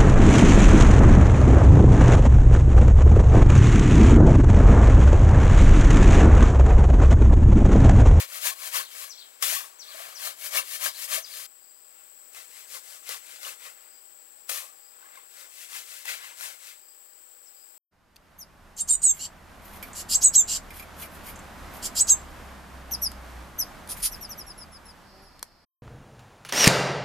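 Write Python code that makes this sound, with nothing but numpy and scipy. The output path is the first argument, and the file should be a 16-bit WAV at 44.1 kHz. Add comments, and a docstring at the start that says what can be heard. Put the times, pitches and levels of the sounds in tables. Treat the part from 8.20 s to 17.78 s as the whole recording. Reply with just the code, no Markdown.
"""Shovel in wet concrete, outdoors

A steel shovel works wet concrete, first close by, then, after a hard cut, from further off.
Strokes and thrusts shape grains of noise into sand hiss, blade grind and slurry squelch, coloured by
blade resonances. Stones knock (noise burst plus decaying tone); air pockets plop (rising sines).
A small bird's two-part call, a chip and far trills are gliding sines.
Cicadas, thin hiss and open air are bands of shaped noise."""
import sys
import numpy as np
from scipy import signal
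from scipy.fft import rfft, irfft, next_fast_len
from scipy.io import wavfile
from scipy.ndimage import map_coordinates

SR = 44100
rng = np.random.default_rng(int(sys.argv[2]) if len(sys.argv) > 2 else 0)


def pcm_store(signal):
    """Save signal as 16-bit PCM."""
    levels = np.round(np.clip(np.atleast_2d(signal), -1, 1) * 32767)
    wavfile.write(sys.argv[1], SR, levels.astype(np.int16).T)


N = 422478
T = np.arange(N) / SR
HZ = np.maximum(np.fft.rfftfreq(next_fast_len(N, real=True), 1 / SR), 1)

# Levels in the tables are nominal: trims, level curves and filters follow.
# blade pushed through the mix and drawn back:
# t of greatest speed/s, rise/s, fall/s, sand hiss/dB, blade grind/dB, slurry/dB
STROKES = [(0.0, 0.05, 0.046, -32, -36, -44.5), (0.173, 0.089, 0.039, -38.5, -44, -53),
           (0.269, 0.047, 0.045, -27.5, -32.5, -42.5), (0.475, 0.095, 0.037, -37, -44, -49.5),
           (0.563, 0.036, 0.054, -28.5, -32.5, -40), (0.824, 0.13, 0.068, -41, -47, -54),
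           (1.03, 0.36, 0.25, -60, -63, -87), (1.812, 0.15, 0.17, -45, -48, -52),
           (2.067, 0.077, 0.05, -35, -40.5, -46.5), (2.265, 0.067, 0.038, -36.0, -43.5, -51.5),
           (2.374, 0.044, 0.035, -27, -31, -36.5), (2.555, 0.097, 0.036, -36.0, -43.0, -54),
           (2.659, 0.051, 0.036, -28.5, -33.5, -40), (2.847, 0.095, 0.027, -36.0, -45, -54.5),
           (2.948, 0.053, 0.045, -28.5, -34, -42.0), (3.184, 0.11, 0.14, -41.0, -48.5, -58),
           (3.8, 0.17, 0.16, -67, -68, -71), (4.173, 0.038, 0.089, -46.5, -52.5, -61.0),
           (4.389, 0.1, 0.077, -49.0, -54.5, -66), (4.555, 0.064, 0.043, -40, -49, -55.5),
           (4.732, 0.13, 0.072, -47, -56, -64), (4.919, 0.056, 0.06, -37.5, -42.0, -51.5),
           (5.123, 0.12, 0.112, -49.0, -52, -62), (5.273, 0.065, 0.064, -39.5, -45, -52.5),
           (5.463, 0.077, 0.058, -47.0, -50.0, -57), (5.6, 0.14, 0.17, -69, -64.5, -72.5),
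           (6.857, 0.13, 0.11, -66, -63.5, -62.5), (6.959, 0.069, 0.1, -60.5, -58, -62),
           (7.211, 0.1, 0.071, -49.5, -54.5, -60.5), (7.435, 0.12, 0.049, -45.0, -52, -67),
           (7.565, 0.07, 0.07, -39.5, -44.5, -56.5), (7.73, 0.1, 0.166, -45, -51.0, -64.5),
           (7.897, 0.04, 0.081, -36.5, -38.5, -49.0), (8.053, 0.18, 0.1, -48.0, -48.5, -59),
           (8.237, 0.06, 0.096, -39.0, -44.5, -53), (8.48, 0.096, 0.074, -47.5, -51.5, -63.5)]
# blade driven into the mix: t/s, slide/s, sand hiss/dB, blade grind/dB, slurry/dB
THRUSTS = [(1.224, .13, -28, -35.5, -45.5), (6.292, 0.082, -34, -42.5, -47.5)]
# scrape colours: f/Hz, density/(dB per Hz)
CLOSE_COLOUR = [(59, -75), (100, -59), (413, -21.5), (657, -9), (865, -14), (1090, -1), (1440, -7.5),
                (1630, -2), (1970, -3), (2190, -1.5), (2890, -2.5), (11200, 0.5), (15700, -3)]
FAR_COLOUR = [(88, -73), (150, -51), (235, -27), (389, -20.5), (531, -11.5), (800, -14.5), (864, -13),
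              (1050, -10.5), (1810, -5), (2000, -3.5), (3870, -4.5), (10000, -4), (15700, -9.5)]
THRUST_COLOUR = [(88, -67), (150, -40), (353, -20.5), (586, -5.5), (848, -9), (1110, 0.5), (1430, -7),
                 (2200, -3.5), (3370, -4), (10600, -0.5), (15700, -3.5)]
# resonances of the mud-damped blade, close and further off: f/Hz, width/Hz, lift/dB
CLOSE_BLADE = [(532, 130, 5), (637, 58, 2.5), (960, 12, 2), (1050, 90, -2.5), (1770, 140, 2.5),
               (2240, 47, 7), (2740, 64, 4), (3160, 26, 8.5), (4180, 30, 7), (4780, 70, 2.5),
               (5600, 58, -9)]
FAR_BLADE = [(500, 92, 1.5), (1092, 84, 4.5), (1424, 75, 3.2), (1670, 51, 3.1), (2060, 62, 6.6),
             (2640, 89, 3.8), (3560, 49, 3)]
# blade meets stones or slaps in: t/s, level/dB, ring f/Hz, ring level re knock/dB
KNOCKS = [(.271, -22, 2320, -7), (.565, -19, 2680, -19), (1.226, -24, 1334, -8), (1.230, -22, 3500, -14),
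          (1.236, -15.5, 3440, -17), (1.325, -23, 647, -13), (1.744, -35, 635, -12),
          (2.374, -21.5, 2253, 0.5), (2.384, -20, 2740, -1.5), (2.662, -21, 1625, -4.5),
          (4.147, -31.5, 2580, -17), (4.891, -16.5, 500, -26.5), (5.160, -32, 4740, -15),
          (5.230, -25.5, 4570, -16), (5.248, -29, 2920, -7), (6.294, -16.5, 523, -25),
          (6.314, -21.5, 520, -20), (6.826, -49, 1510, -2), (6.955, -45, 1600, -6),
          (6.973, -41.5, 2140, -4), (7.854, -22, 2060, -19), (7.879, -24, 1980, -6.5),
          (7.892, -29, 2510, -5), (8.208, -24.5, 1445, -18)]
# air pockets closing in the slurry: t/s, level/dB, f/Hz
PLOPS = [(.12, -45, 1440), (.315, -34, 1087), (.325, -49, 634), (0.596, -30.5, 1078), (1.365, -29, 1107),
         (1.405, -40, 1195), (1.437, -41.5, 1120), (1.747, -40.5, 640), (1.80, -38, 652), (2.382, -46, 487),
         (2.66, -32, 580), (2.67, -53.5, 238), (2.975, -33, 645), (6.84, -52, 1070), (6.855, -49, 1660),
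         (6.971, -43.5, 1065), (6.975, -60, 1450), (8.116, -49, 945)]
# bird call, a plunge and an arch: t from call start/s, f/Hz, level/dB
BIRD_CALL = [(0, 6750, -12), (.008, 6300, -1.5), (.028, 5000, 1), (.04, 4150, -2), (.052, 3300, -12),
             (.074, 3700, -15), (.082, 3220, -11), (.094, 4200, -1.5), (.103, 4620, -4), (.114, 4300, -3),
             (.128, 3650, -7.5), (.143, 3080, -8.5), (.16, 2680, -26)]
# call starts: t/s, level/dB
BIRD_TIMES = [(0.18, -50), (.532, -45), (.890, -44), (1.586, -44.5), (1.943, -44.5), (2.3, -46),
              (2.657, -44), (3.018, -43.5)]
# one far chip: t/s, f/Hz, level/dB
CHIP = [(9.25, 7330, -68), (9.262, 5900, -60), (9.27, 5350, -56), (9.28, 5000, -58), (9.29, 3800, -71)]
# far, buzzy, slowly rising trills: t/s, length/s, mid f/Hz, level/dB
TRILLS = [(3.38, 0.36, 4880, -63.5), (5.592, .29, 4880, -61.5), (6.55, 0.21, 4890, -60.5),
          (8.562, 0.24, 4860, -60.5), (8.78, 0.24, 4800, -68), (9.313, 0.2, 4950, -59.5)]
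# background colours: f/Hz, density/(dB per Hz)
CICADA_COLOUR = [(3820, -59), (6500, -43), (6880, -29), (7250, -6), (7600, 4), (7770, 4), (8180, 2),
                 (8390, -7.5), (8770, -18), (9200, -28), (12000, -51), (20200, -120)]
HISS_COLOUR = [(5180, -45), (8800, -24), (9310, -12.5), (11300, -9.5), (15100, 0), (15800, 3.5)]
AIR_COLOUR = [(15, -56), (25, -27), (173, -14.5), (385, -0.5), (423, -0.5), (454, 1), (1700, -1.5),
              (2310, -3), (4370, -5), (4910, -2), (6520, -8), (7000, -4), (9100, -8), (15400, -120)]
# background level: t/s, cicada and hiss level/dB, air level/dB
BACKGROUND_LEVEL = [(0, -2.5, 3.5), (3.25, -3, 4.5), (3.28, -1.5, 0.5), (3.6, -1, 0), (4.1, 1.2, 3),
                    (6, 0, 2.5), (8.7, -0.5, 1.2), (9.57, 0.7, 1.5)]
# right channel re left: f/Hz, level/dB, phase lead/rad, unrelated amplitude share/1
RIGHT_SIDE = [(60, -.7, .5, .1), (170, -1, 1.2, .15), (500, -1.7, 1.85, .13), (1100, -3.0, 1.97, .24),
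              (2000, -5.3, 1.84, .43), (5000, -10.8, 1.4, .64), (7800, -14, 1.03, .56),
              (10000, -15.6, .8, .62), (15000, -17.3, .5, .62)]
# extra gain of the background on the right: f/Hz, level/dB
BACKGROUND_RIGHT = [(200, 0), (1300, -1.7), (2400, -3.5), (4400, -9), (8000, -1), (15000, -7.5)]

# STROKE_DROP_DB: loss one rise or fall time from the peak
STROKE_DROP_DB, STROKE_EXPONENT = 10.5, 1.45
# grinding needs pressure, so it swells more steeply; slurry follows late
GRIND_STEEPNESS, SLURRY_LAG_S = 1.075, .002
THRUST_ATTACK_DB_PER_S, THRUST_SAG_DB_PER_S, THRUST_RELEASE_DB_PER_S = 1100, 6, 172
BITE_DB, BITE_DECAY_S, GRAZE_DB = 6, 0.01, -7   # edge cutting in; graze just before
SLURRY_RELEASE_SHARE = 0.59   # of the blade's release rate
PLOP_T60_S, PLOP_RISE_PER_S = 0.06, 0.99   # rise relative to starting pitch
DRIBBLE_DB, DRIBBLES_PER_S = -68, 260   # slurry running off the blade, smallest drop level
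CICADA_DB, HISS_DB, AIR_DB = -55, -59, -65   # rms before BACKGROUND_LEVEL
CUT_S, CUT_GAP_S = 3.265, .3   # cut to the further scene; shovel silent after it
LOW_CUT_HZ, CUTOFF_HZ = 70, 15850


def from_db(db):
    """Decibels to gain."""
    return 10 ** (np.asarray(db) / 20)


def rms_one(x):
    """Scale to rms 1."""
    return x / np.sqrt(np.mean(x ** 2) + 1e-20)


def over_hz(rows):
    """Interpolate each table column along log frequency."""
    hz, *columns = np.transpose(rows)
    return [np.interp(np.log(HZ), np.log(hz), column) for column in columns]


def shaped(x, gain):
    """Filter with one gain per frequency bin."""
    size = next_fast_len(N, real=True)
    return irfft(rfft(x, size) * gain, size)[..., :N]


def noise(spectrum):
    """Steady noise of a given colour, rms 1."""
    outside = (HZ < spectrum[0][0]) | (HZ > spectrum[-1][0])
    gain = from_db(over_hz(spectrum)[0]) * ~outside
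    return rms_one(shaped(rng.standard_normal(N), gain))


def drift(corner_hz):
    """Slow random signal, rms 1: low-passed noise."""
    return rms_one(shaped(rng.standard_normal(N), 1 / (1 + (HZ / corner_hz) ** 2)))


def add(out, start_s, sound):
    """Mix a short sound in at a time."""
    i = max(int(start_s * SR), 0)
    out[i:i + len(sound)] += sound[:N - i]


def stroke_levels():
    """Gains of hiss, grind, slurry: each stroke swells with blade speed; the loudest stroke wins."""
    def swell_db(t, rise_s, fall_s):
        """Level re peak at time t from it."""
        return -STROKE_DROP_DB * np.abs(t / np.where(t < 0, rise_s, fall_s)) ** STROKE_EXPONENT
    t, levels_db = T[::40], -120   # coarse time grid, floor
    for s, rise_s, fall_s, hiss_db, grind_db, slurry_db in STROKES:
        speed_db = swell_db(t - s, rise_s, fall_s)
        late_db = swell_db(t - s - SLURRY_LAG_S, rise_s, fall_s)
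        stroke_db = [hiss_db + speed_db, grind_db + GRIND_STEEPNESS * speed_db, slurry_db + late_db]
        levels_db = np.maximum(levels_db, stroke_db)
    return np.array([np.interp(T, t, gain) for gain in from_db(levels_db)])


def thrust_levels():
    """Gains of hiss, grind, slurry: the edge bites, slides on almost evenly, then the mix stops it."""
    gains = 0
    for s, slide_s, hiss_db, grind_db, slurry_db in THRUSTS:
        before_s, since_s = np.maximum(s - T, 0), np.maximum(T - s, 0)
        braking_s = np.maximum(T - s - slide_s, 0)
        graze_db = GRAZE_DB - THRUST_ATTACK_DB_PER_S * before_s
        slide_db = BITE_DB * np.exp(-since_s / BITE_DECAY_S) - THRUST_SAG_DB_PER_S * since_s
        push_db = np.where(T < s, graze_db, slide_db)
        stop_db = THRUST_RELEASE_DB_PER_S * braking_s
        slurry_stop_db = SLURRY_RELEASE_SHARE * stop_db
        levels_db = push_db + [hiss_db - stop_db, grind_db - stop_db, slurry_db - slurry_stop_db]
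        gains = gains + from_db(np.maximum(levels_db, -120))
    return gains


def grains(per_s, spread_db):
    """Sand grains as random clicks, many small and a few large, rms 1."""
    sizes = from_db(spread_db * np.minimum(rng.exponential(1, N), 4)) * rng.choice([-1, 1], N)
    return rms_one(sizes * (rng.random(N) < per_s / SR))


def slips(per_s, fade_s):
    """Blade catches on gravel and breaks free: surges that start at once and decay exponentially."""
    jumps = rng.uniform(0.044, 0.17, N) * (rng.random(N) < per_s / SR)
    return signal.lfilter([1], [1, -np.exp(-1 / (fade_s * SR))], jumps + 1e-18)


def wet_pops(per_s, cycles, level_db):
    """Tiny bubbles and pebbles: decaying sines, 60 dB down after a set number of cycles."""
    out, t = np.zeros(N), T[:SR // 40]
    for when, pitch, size in rng.random((int(per_s * T[-1]), 3)):
        hz = 900 * 5 ** pitch
        fade_db = level_db + 10.6 * size ** 2 - 60 * t * hz / cycles
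        add(out, when * T[-1], from_db(fade_db) * np.sin(2 * np.pi * hz * t))
    return out


def scraping(levels, colour, modes, hiss_db, grind_db, slurry_db,
             grains_per_s, grain_db, catch, squelch_db, pops_db):
    """Grains slip under the ringing blade: hiss on top, grind in the middle, uneven squelch below."""
    hiss, grind, slurry = levels
    lift_db = sum(db / (1 + (2 * (HZ - hz) / width) ** 2) for hz, width, db in modes)
    body = from_db(over_hz(colour)[0] + lift_db)
    above_slurry = 1 / (1 + (1400 / HZ) ** 8)
    above_grind = 1 / (1 + (3900 / HZ) ** 6)
    grit = grains(grains_per_s, grain_db) * (1 + catch * slips(per_s=59, fade_s=0.0034))
    hiss_band = rms_one(shaped(grit, body * above_grind))
    grind_band = rms_one(shaped(grit, body * above_slurry * (1 - above_grind)))
    slurry_band = rms_one(shaped(grit, body * (1 - above_slurry)))
    sound = from_db(hiss_db) * hiss * hiss_band
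    sound += from_db(grind_db) * grind * grind_band
    sound += from_db(slurry_db + squelch_db * drift(27)) * slurry * slurry_band
    return sound + grind * wet_pops(per_s=110, cycles=14, level_db=pops_db)


def ground_bounce(x, strength, delay_ms, wander):
    """Wet ground mirrors the blade: a randomly drifting delay shifts the comb colour."""
    lag = SR * delay_ms / 1000 * np.exp(wander * drift(4))
    mirrored = map_coordinates(x, [np.arange(N) - lag], order=3)
    return (x + strength * mirrored) / np.sqrt(1 + strength ** 2)


def knocks(crunch_t60_s, ring_t60_s, crunch_db):
    """Short noise crunch of crushed grit plus a quickly damped ring."""
    out, t = np.zeros(N), T[:SR // 6]
    no_bass = signal.butter(4, 550, "high", fs=SR, output="sos")
    for s, db, hz, ring_db in KNOCKS:
        grit = signal.sosfilt(no_bass, rng.standard_normal(len(t)))
        crunch = grit * from_db(crunch_db - 60 * t / crunch_t60_s)
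        ring = np.cos(2 * np.pi * hz * t) * from_db(ring_db - 60 * t / ring_t60_s)
        onset = 1 - np.exp(-t / .0005)
        add(out, s, from_db(db) * (crunch + ring) * onset)
    return out


def plops():
    """Each air pocket rings briefly, rising in pitch as it closes."""
    out, t = np.zeros(N), T[:SR // 5]
    for s, db, hz in PLOPS:
        tone = np.sin(2 * np.pi * hz * (t + PLOP_RISE_PER_S * t ** 2 / 2))
        onset = 1 - np.exp(-t / 0.003)
        add(out, s, tone * from_db(db - 60 * t / PLOP_T60_S) * onset)
    return out


def echoes(x, t60_s, delay_s):
    """Diffuse scatter from bank, shed and trees: convolution with a decaying noise tail."""
    t = T[:SR // 2]
    tail = rng.standard_normal(len(t)) * from_db(-60 * t / t60_s) * (t > delay_s)
    return signal.fftconvolve(x, tail / np.sqrt(np.sum(tail ** 2)))[:N]


def glide(rows):
    """Pure whistle along rows of t/s, f/Hz, level/dB, starting at the first row."""
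    s, hz, db = np.transpose(rows)
    t = np.arange(s[0], s[-1], 1 / SR)
    phase = 2 * np.pi * np.cumsum(np.interp(t, s, hz)) / SR
    return np.sin(phase) * from_db(np.interp(t, s, db))


def birds(call_echo_db, flutter_db, trill_rise, buzz_hz, buzz_depth):
    """Whistles with fluttering level and an echo smear; far trills buzz and are half echo."""
    near, far = np.zeros(N), np.zeros(N)
    for s, db in BIRD_TIMES:
        add(near, s, from_db(db) * glide(BIRD_CALL))
    add(near, CHIP[0][0], glide(CHIP))
    near *= from_db(flutter_db * drift(120) - 1.5)
    for s, length_s, hz, db in TRILLS:
        start = (0, hz * (1 - trill_rise), db - 6)
        middle = (length_s / 2, hz, db)
        end = (length_s, hz * (1 + trill_rise), db - 7)
        add(far, s, glide([start, middle, end]))
    far *= rms_one(1 + buzz_depth * drift(buzz_hz)) / 2
    near_echo = from_db(call_echo_db) * echoes(near, t60_s=0.27, delay_s=0.007)
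    return near + near_echo + far + echoes(far, t60_s=.2, delay_s=0.0067)


def background():
    """Cicada chorus as a narrow noise band, high hiss, open air; levels drift slowly and step at the cut."""
    s, whine_db, air_db = np.transpose(BACKGROUND_LEVEL)
    whine = noise(CICADA_COLOUR) * from_db(CICADA_DB) + noise(HISS_COLOUR) * from_db(HISS_DB)
    air = noise(AIR_COLOUR) * from_db(AIR_DB + np.interp(T, s, air_db))
    return whine * from_db(np.interp(T, s, whine_db)) + air


def microphone(x):
    """Bright left channel; right is duller, phase-shifted and partly unrelated."""
    level_db, lead_rad, share = over_hz(RIGHT_SIDE)
    share = np.clip(share, 0, 1)
    twin = from_db(level_db) * np.sqrt(1 - share ** 2) * np.exp(1j * lead_rad)
    left = shaped(x, 2 / np.abs(1 + twin))   # left and twin average to the level of x
    unrelated = left * np.sqrt(2) * np.cos(2 * np.pi * drift(21.4))   # random sign and level
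    right = shaped(left, twin) + shaped(unrelated, from_db(level_db) * share)
    return np.array([left, right])


def scene():
    """Shovel, birds and insects at the microphone, in stereo."""
    strokes, close_by = stroke_levels(), T < CUT_S
    near = scraping(strokes * close_by, CLOSE_COLOUR, CLOSE_BLADE,
                    hiss_db=1.1, grind_db=-1.5, slurry_db=-1.5,
                    grains_per_s=10000, grain_db=1.5, catch=0.27, squelch_db=1.25, pops_db=-12)
    far = scraping(strokes * ~close_by, FAR_COLOUR, FAR_BLADE,
                   hiss_db=0.1, grind_db=-1.6, slurry_db=-1.0,
                   grains_per_s=9000, grain_db=0.2, catch=0.3, squelch_db=2.0, pops_db=-14)
    thrusts = scraping(thrust_levels(), THRUST_COLOUR, CLOSE_BLADE[2:5],
                       hiss_db=-0.14, grind_db=-1.4, slurry_db=-4.5,
                       grains_per_s=16000, grain_db=1.5, catch=0.47, squelch_db=-1.0, pops_db=-22)
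    scrapes = ground_bounce(near + far + thrusts, strength=.33, delay_ms=1.5, wander=.25)
    stones = knocks(crunch_t60_s=.025, ring_t60_s=.05, crunch_db=-9)
    dribble = close_by * wet_pops(per_s=DRIBBLES_PER_S, cycles=25, level_db=DRIBBLE_DB)
    # the shovel's sounds carry little bass below about 200 Hz
    no_bass = signal.butter(2, 210, "high", fs=SR, output="sos")
    shovel = signal.sosfilt(no_bass, scrapes + stones + plops() + dribble)
    shovel = shovel + from_db(-15.5) * echoes(shovel, t60_s=0.18, delay_s=.008)
    shovel *= close_by | (T > CUT_S + CUT_GAP_S)   # echoes stop at the cut too
    calls = birds(call_echo_db=-1.0, flutter_db=3.5, trill_rise=0.0223, buzz_hz=140, buzz_depth=2.2)
    left, right = microphone(background())
    right = shaped(right, from_db(over_hz(BACKGROUND_RIGHT)[0]))
    return microphone(shovel + calls) + [left, right]


def record(dry):
    """Roll off the deep bass, cut the top steeply."""
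    bass = 1 / np.sqrt(1 + (LOW_CUT_HZ / HZ) ** 4)
    top = np.clip((CUTOFF_HZ - HZ) / 200 + .5, 0, 1)
    return shaped(dry, bass * top)


dry = scene()
out = record(dry)
pcm_store(out)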